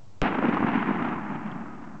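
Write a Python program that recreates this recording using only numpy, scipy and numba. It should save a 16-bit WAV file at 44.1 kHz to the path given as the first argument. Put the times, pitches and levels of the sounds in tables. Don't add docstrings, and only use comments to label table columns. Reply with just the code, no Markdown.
import sys
import numpy as np
from scipy import signal
from scipy.fft import rfft, irfft
from scipy.io import wavfile
from scipy.ndimage import uniform_filter1d
from numba import njit

SR = 44100
rng = np.random.default_rng(int(sys.argv[2]) if len(sys.argv) > 2 else 0)


def master_out(mix):
    frames = np.transpose(np.atleast_2d(mix))
    ceiling = np.clip(frames, -1, 1)
    pcm = np.round(ceiling * 32767).astype(np.int16)
    wavfile.write(sys.argv[1], SR, pcm)


N = 88200

# pitch_hz, level_db
CRACK_COLOUR = [(100, -31), (600, -16), (1300, 10), (1850, -3), (2400, 4.5), (3100, 1), (4200, -12),
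                (7000, -11), (8200, -30), (9000, -34)]
# start_s, peak_db (before their tone filter)
SLAMS = [(0.2184, -13), (0.2202, -18), (0.2245, -19.5), (0.225, -24), (0.2254, -14.5), (0.2280, -16.5),
         (0.2305, -20.5), (0.2320, -16.5)]
# pitch_hz, gain_db
SLAM_COLOUR = [(100, 6.5), (1200, 0.5), (2800, -1), (4200, -7), (6000, -10), (9000, -21)]
# pitch_hz, level_db
RASP_COLOUR = [(300, -6), (1300, 6), (2800, 6), (4200, -25), (9000, -47)]
# pitch_hz, level_db (per Hz)
SCATTER_COLOUR = [(20, -42.5), (45, -35.5), (85, -25), (125, -9.5), (165, -2), (215, 3.5), (310, 1),
                  (400, -9), (480, -12), (620, -11.5), (810, -7.5), (1100, -11), (1400, -13), (2150, -21),
                  (2800, -28.5), (3400, -40), (4300, -53.5), (6000, -66), (9000, -80)]
# level_db, fade_start_s, decay_db_per_s
SCATTER = [(-52, 0.3, 8), (-29, 0.97, 17.5), (-37, 0.7, 16.5), (-32.5, 1.058, 23.5), (-40.5, 0.92, 26.5)]
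SCATTER_SPLIT_HZ = (110, 390, 650, 1750)
# time_s, level_db
SCATTER_LEVEL = [(0.218, -23), (0.238, 0.5), (0.275, 0), (0.31, -1.5), (0.37, -4), (0.41, -3), (0.51, -1.5),
                 (0.6, -1.5), (0.71, -0.5), (0.77, 1.5), (0.85, -1.5), (0.9, 0), (0.97, -2), (1.1, 0.5),
                 (1.22, -2), (1.35, 0.5), (1.65, 1.5), (2.0, 2)]
# pitch_hz, level_db
NEAR_COLOUR = [(200, -5.5), (500, 11), (1200, 9), (2700, 1.5), (4200, -19), (6000, -33), (9000, -53)]
# time_s, spread_s, bass_db, middle_db, treble_db
ECHOES = [(0.258, 0.0053, -28.5, -22, -41), (0.277, 0.0075, -28, -32.5, -36),
          (0.326, 0.0078, -30, -35.5, -61), (0.35, 0.0053, -26, -27.5, -37.5),
          (0.389, 0.0041, -22, -28, -39.5), (0.427, 0.0015, -19.5, -24, -48),
          (0.445, 0.0066, -22, -23, -42), (0.456, 0.0035, -20, -46, -40.5),
          (0.489, 0.0062, -19.5, -31, -36), (0.533, 0.0089, -27.5, -31, -46),
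          (0.545, 0.0053, -33, -37, -37), (0.573, .007, -29.5, -24.5, -41),
          (0.607, 0.0018, -19.5, -24, -41), (0.629, 0.0046, -19, -24.5, -62),
          (0.64, 0.0012, -41, -26.5, -48), (0.6476, 0.0024, -13, -41, -56),
          (0.67, 0.0062, -24.5, -28.5, -39.5), (0.687, .004, -28, -28.5, -36.5),
          (0.742, 0.0016, -32, -43, -40), (0.755, 0.011, -24.5, -32, -39), (0.778, 0.0029, -25, -26, -52),
          (0.828, 0.0017, -29, -24, -41), (0.894, 0.0043, -22, -31, -46),
          (0.911, 0.0046, -22.5, -26.5, -54), (0.948, 0.0027, -29, -31.5, -64),
          (1.025, 0.0023, -24, -41, -34.5), (1.051, 0.0082, -33, -32.5, -42.5),
          (1.089, 0.0029, -23.5, -45, -36.5), (1.132, .003, -27, -30, -49),
          (1.183, 0.0031, -32.5, -31.5, -62), (1.306, 0.012, -26, -49, -65),
          (1.334, 0.004, -44, -36.5, -58), (1.356, 0.0071, -30.5, -41, -48), (1.396, 0.0043, -31, -57, -73),
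          (1.457, 0.014, -33.5, -63, -52.5), (1.561, 0.0044, -32, -44.5, -70),
          (1.619, 0.0077, -33, -42.5, -58), (1.755, 0.0074, -41.5, -58, -61),
          (1.844, 0.0082, -52, -46, -57), (1.877, 0.0028, -42, -60, -70), (1.953, 0.0091, -40, -46.5, -75)]
CLAP_SPLIT_HZ = (583, 1577)
# pitch_hz, level_db (per Hz)
CLAP_COLOUR = [(25, -20.5), (50, -23), (85, -26), (125, -14.5), (165, -1.5), (230, -1), (330, 4.5),
               (420, -1.5), (600, -6), (850, -7.5), (1300, -10), (2150, -15), (2800, -19), (3400, -30),
               (4300, -43), (6000, -52), (9000, -74.5)]
# time_s, notch_hz, depth (0 to 1)
GROUND_NOTCH = [(0.4, 550, 0.09), (0.6, 570, 0.73), (0.7, 520, .3), (0.799, 550, 1), (0.87, 620, 0.65),
                (1.0, 557, 0.25), (1.4, 467, 0.64), (1.65, 455, 0.43), (2.0, 424, 0.66)]
# start_s, level_db
CLICKS = [(1.475, -47.5), (1.516, -47.5)]
# pitch_hz, level_db
CLICK_COLOUR = [(1000, -24), (2400, -7), (2900, 4), (3450, -4), (4000, -24), (8000, -42)]
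# pitch_hz, level_db (per Hz)
AIR_COLOUR = [(25, -15.5), (60, -5.5), (105, 6), (170, -1.5), (350, -11), (800, -12.5), (1700, -25.5),
              (3500, -28.5), (6500, -28.5), (7800, -30.5), (9000, -56.5)]

SHOT_S = 0.2167
CRACK_DB, CRACK_MS = -26, 0.38
TAIL_SHOCK = 5.8
SLAM_RISE_MS, SLAM_FALL_MS = 0.28, 0.22
RASP_DB = -13
LURCH_DB, LURCH_S = -32, 0.026
SCATTER_PER_S, SCATTER_SPREAD_DB = 4000, 3
FLUTTER_DB, FLUTTER_PER_S = 1.09, 90
NEAR_DB, NEAR_S, NEAR_FADE_S = -26, 0.234, 0.056
ECHO_DB = 1
CLAP_ATTACK_SHARE = 0.73
FAR_FROM_S, FAR_BY_S = 0.74, 1.074
BOOM_HZ, BOOM_SPREAD_OCTAVES = 278.3, 0.14
BOOM_SAG_OCTAVES_PER_S = 0.37
BOOM_SHARE = 0.58
NOTCH_WIDTH_HZ = 353
CLICK_FADE_S = 0.0036
WHISTLE_S, WHISTLE_SPREAD_S, WHISTLE_DB = 1.73, 0.048, -48
WHISTLE_HZ, WHISTLE_SAG_HZ_PER_S = 1260, 600
AIR_DB = -54
TOP_HZ = 8600
OFFSET = -0.0082


def blast(t):
    age = t - SHOT_S
    first_shock = np.sinc(age * SR)
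    second_shock = TAIL_SHOCK * np.sinc((age - CRACK_MS / 1000) * SR)
    crack = colour(first_shock + second_shock, CRACK_COLOUR)
    crack = undb(CRACK_DB) * crack / np.sqrt(np.sum(crack ** 2) / (0.003 * SR))
    slams = 0
    for start, db in SLAMS:
        rise = 1 - np.exp(-((t - start) * 1000 / SLAM_RISE_MS) ** 2)
        pulse = fade(t - start, SLAM_FALL_MS / 1000) * rise
        slams = slams + undb(db) * pulse / pulse.max()
    rasp = undb(RASP_DB) * slams * unit(colour(rng.standard_normal(N), RASP_COLOUR))
    lurch = undb(LURCH_DB) * np.sin(np.pi * np.clip(age / LURCH_S, 0, 1)) ** 2
    return crack - colour(slams, SLAM_COLOUR) + rasp - lurch


def rolling_echo(t):
    level_db = np.interp(t, *np.array(SCATTER_LEVEL).T)
    level = (t > SHOT_S) * undb(level_db + FLUTTER_DB * walk(FLUTTER_PER_S))
    bands = registers(reflections(SCATTER_COLOUR), SCATTER_SPLIT_HZ)
    scatter = 0
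    for band, (db, start, decay) in zip(bands, SCATTER):
        scatter = scatter + even(band, 0.027) * undb(db - decay * np.maximum(t - start, 0))
    near_shape = fade(t - NEAR_S, NEAR_FADE_S) - fade(t - NEAR_S, 0.0015)
    near = unit(colour(rng.standard_normal(N), NEAR_COLOUR)) * near_shape
    return scatter * level + undb(NEAR_DB) * near


def distinct_echoes(t):
    rows = np.array(ECHOES)
    times, spreads = rows[:, :1], rows[:, 1:2]
    late = t - times
    skewed = np.where(late < 0, late / CLAP_ATTACK_SHARE, late)
    shapes = np.exp(-0.5 * (skewed / spreads) ** 2)

    far = np.interp(t, [FAR_FROM_S, FAR_BY_S], [0, 1])
    near_claps = np.sqrt(1 - far) * unit(reflections(CLAP_COLOUR))
    far_claps = np.sqrt(far) * unit(reflections(SCATTER_COLOUR))
    bands = registers(near_claps + far_claps, CLAP_SPLIT_HZ)
    bass, middle, treble = (even(band, 0.016) * (undb(db) @ shapes)
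                            for band, db in zip(bands, rows[:, 2:].T))

    pitch_chance, phase_chance = rng.standard_normal((2, len(rows), 1))
    octaves = BOOM_SPREAD_OCTAVES * pitch_chance - BOOM_SAG_OCTAVES_PER_S * (times - SHOT_S)
    cycles = BOOM_HZ * 2 ** octaves * late + phase_chance
    boom = undb(rows[:, 2]) @ (shapes * np.sqrt(2) * np.sin(2 * np.pi * cycles))
    low = np.sqrt(BOOM_SHARE) * boom + np.sqrt(1 - BOOM_SHARE) * bass
    return undb(ECHO_DB) * (low + middle + treble)


def reflections(points):
    arrives = rng.random(N) < SCATTER_PER_S / SR
    signs = np.sign(rng.standard_normal(N))
    sizes = signs * undb(SCATTER_SPREAD_DB * rng.standard_normal(N))
    return colour(arrives * sizes, points)


def over_ground(x, t):
    time, hz, depth = np.array(GROUND_NOTCH).T
    band = band_pass(x, np.interp(t, time, hz), float(NOTCH_WIDTH_HZ))
    return x - np.interp(t, time, depth) * band


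def clicks(t):
    ring = unit(colour(rng.standard_normal(N), CLICK_COLOUR))
    return ring * sum(undb(db) * fade(t - start, CLICK_FADE_S) for start, db in CLICKS)


def whistle(t):
    age = t - WHISTLE_S
    hz = WHISTLE_HZ - WHISTLE_SAG_HZ_PER_S * age + 12 * walk(80)
    level = undb(WHISTLE_DB + 2 * walk(60))
    swell = np.exp(-0.5 * (age / WHISTLE_SPREAD_S) ** 2)
    return level * swell * np.sin(2 * np.pi * np.cumsum(hz) / SR)


def background():
    return undb(AIR_DB) * unit(colour(rng.standard_normal(N), AIR_COLOUR))


def undb(db):
    return 10 ** (np.asarray(db) / 20)


def unit(x):
    return x / np.sqrt(np.mean(x ** 2))


def colour(x, points):
    hz, db = np.array(points, float).T
    f = np.arange(N + 1) * SR / (2 * N)
    gain = undb(np.interp(np.log(f + 1), np.log(hz), db))
    cepstrum = irfft(np.log(gain))
    cepstrum[1:N] *= 2
    cepstrum[N + 1:] = 0
    return irfft(rfft(x, 2 * N) * np.exp(rfft(cepstrum)))[:N]


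def registers(x, splits):
    f = np.arange(N // 2 + 1) * SR / N
    below = [0 * f] + [1 / (1 + (f / hz) ** 12) for hz in splits] + [0 * f + 1]
    spectrum = rfft(x)
    return [unit(irfft(spectrum * share, N)) for share in np.diff(below, axis=0)]


def even(x, seconds):
    size = max(int(seconds * SR), 2)
    power = uniform_filter1d(uniform_filter1d(x ** 2, size), size)
    return x / np.sqrt(power + 1e-9)


def walk(rate):
    size = int(SR / rate)
    steps = rng.standard_normal(N)[np.arange(N) // size]
    return unit(uniform_filter1d(steps, size))


def fade(age, seconds):
    return (age >= 0) * np.exp(-np.maximum(age, 0) / seconds)


@njit
def band_pass(x, hz, width):
    y, band, low = np.empty(len(x)), 0., 0.
    for i in range(len(x)):
        g, damping = np.tan(np.pi * hz[i] / SR), width / hz[i]
        v = (band + g * (x[i] + 1e-18 - low)) / (1 + g * (g + damping))
        band, low, y[i] = 2 * v - band, low + 2 * g * v, damping * v
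    return y


def scene():
    t = np.arange(N) / SR
    echoes = over_ground(rolling_echo(t) + distinct_echoes(t), t)
    return (blast(t) + echoes + clicks(t) + whistle(t) + background())[None]


def record(dry):
    ceiling = undb(-5.5)
    rounded = ceiling * np.tanh(dry / ceiling)
    low_pass = signal.ellip(8, 0.2, 70, TOP_HZ, fs=SR, output="sos")
    return signal.sosfilt(low_pass, rounded) + OFFSET


dry = scene()
out = record(dry)
master_out(out)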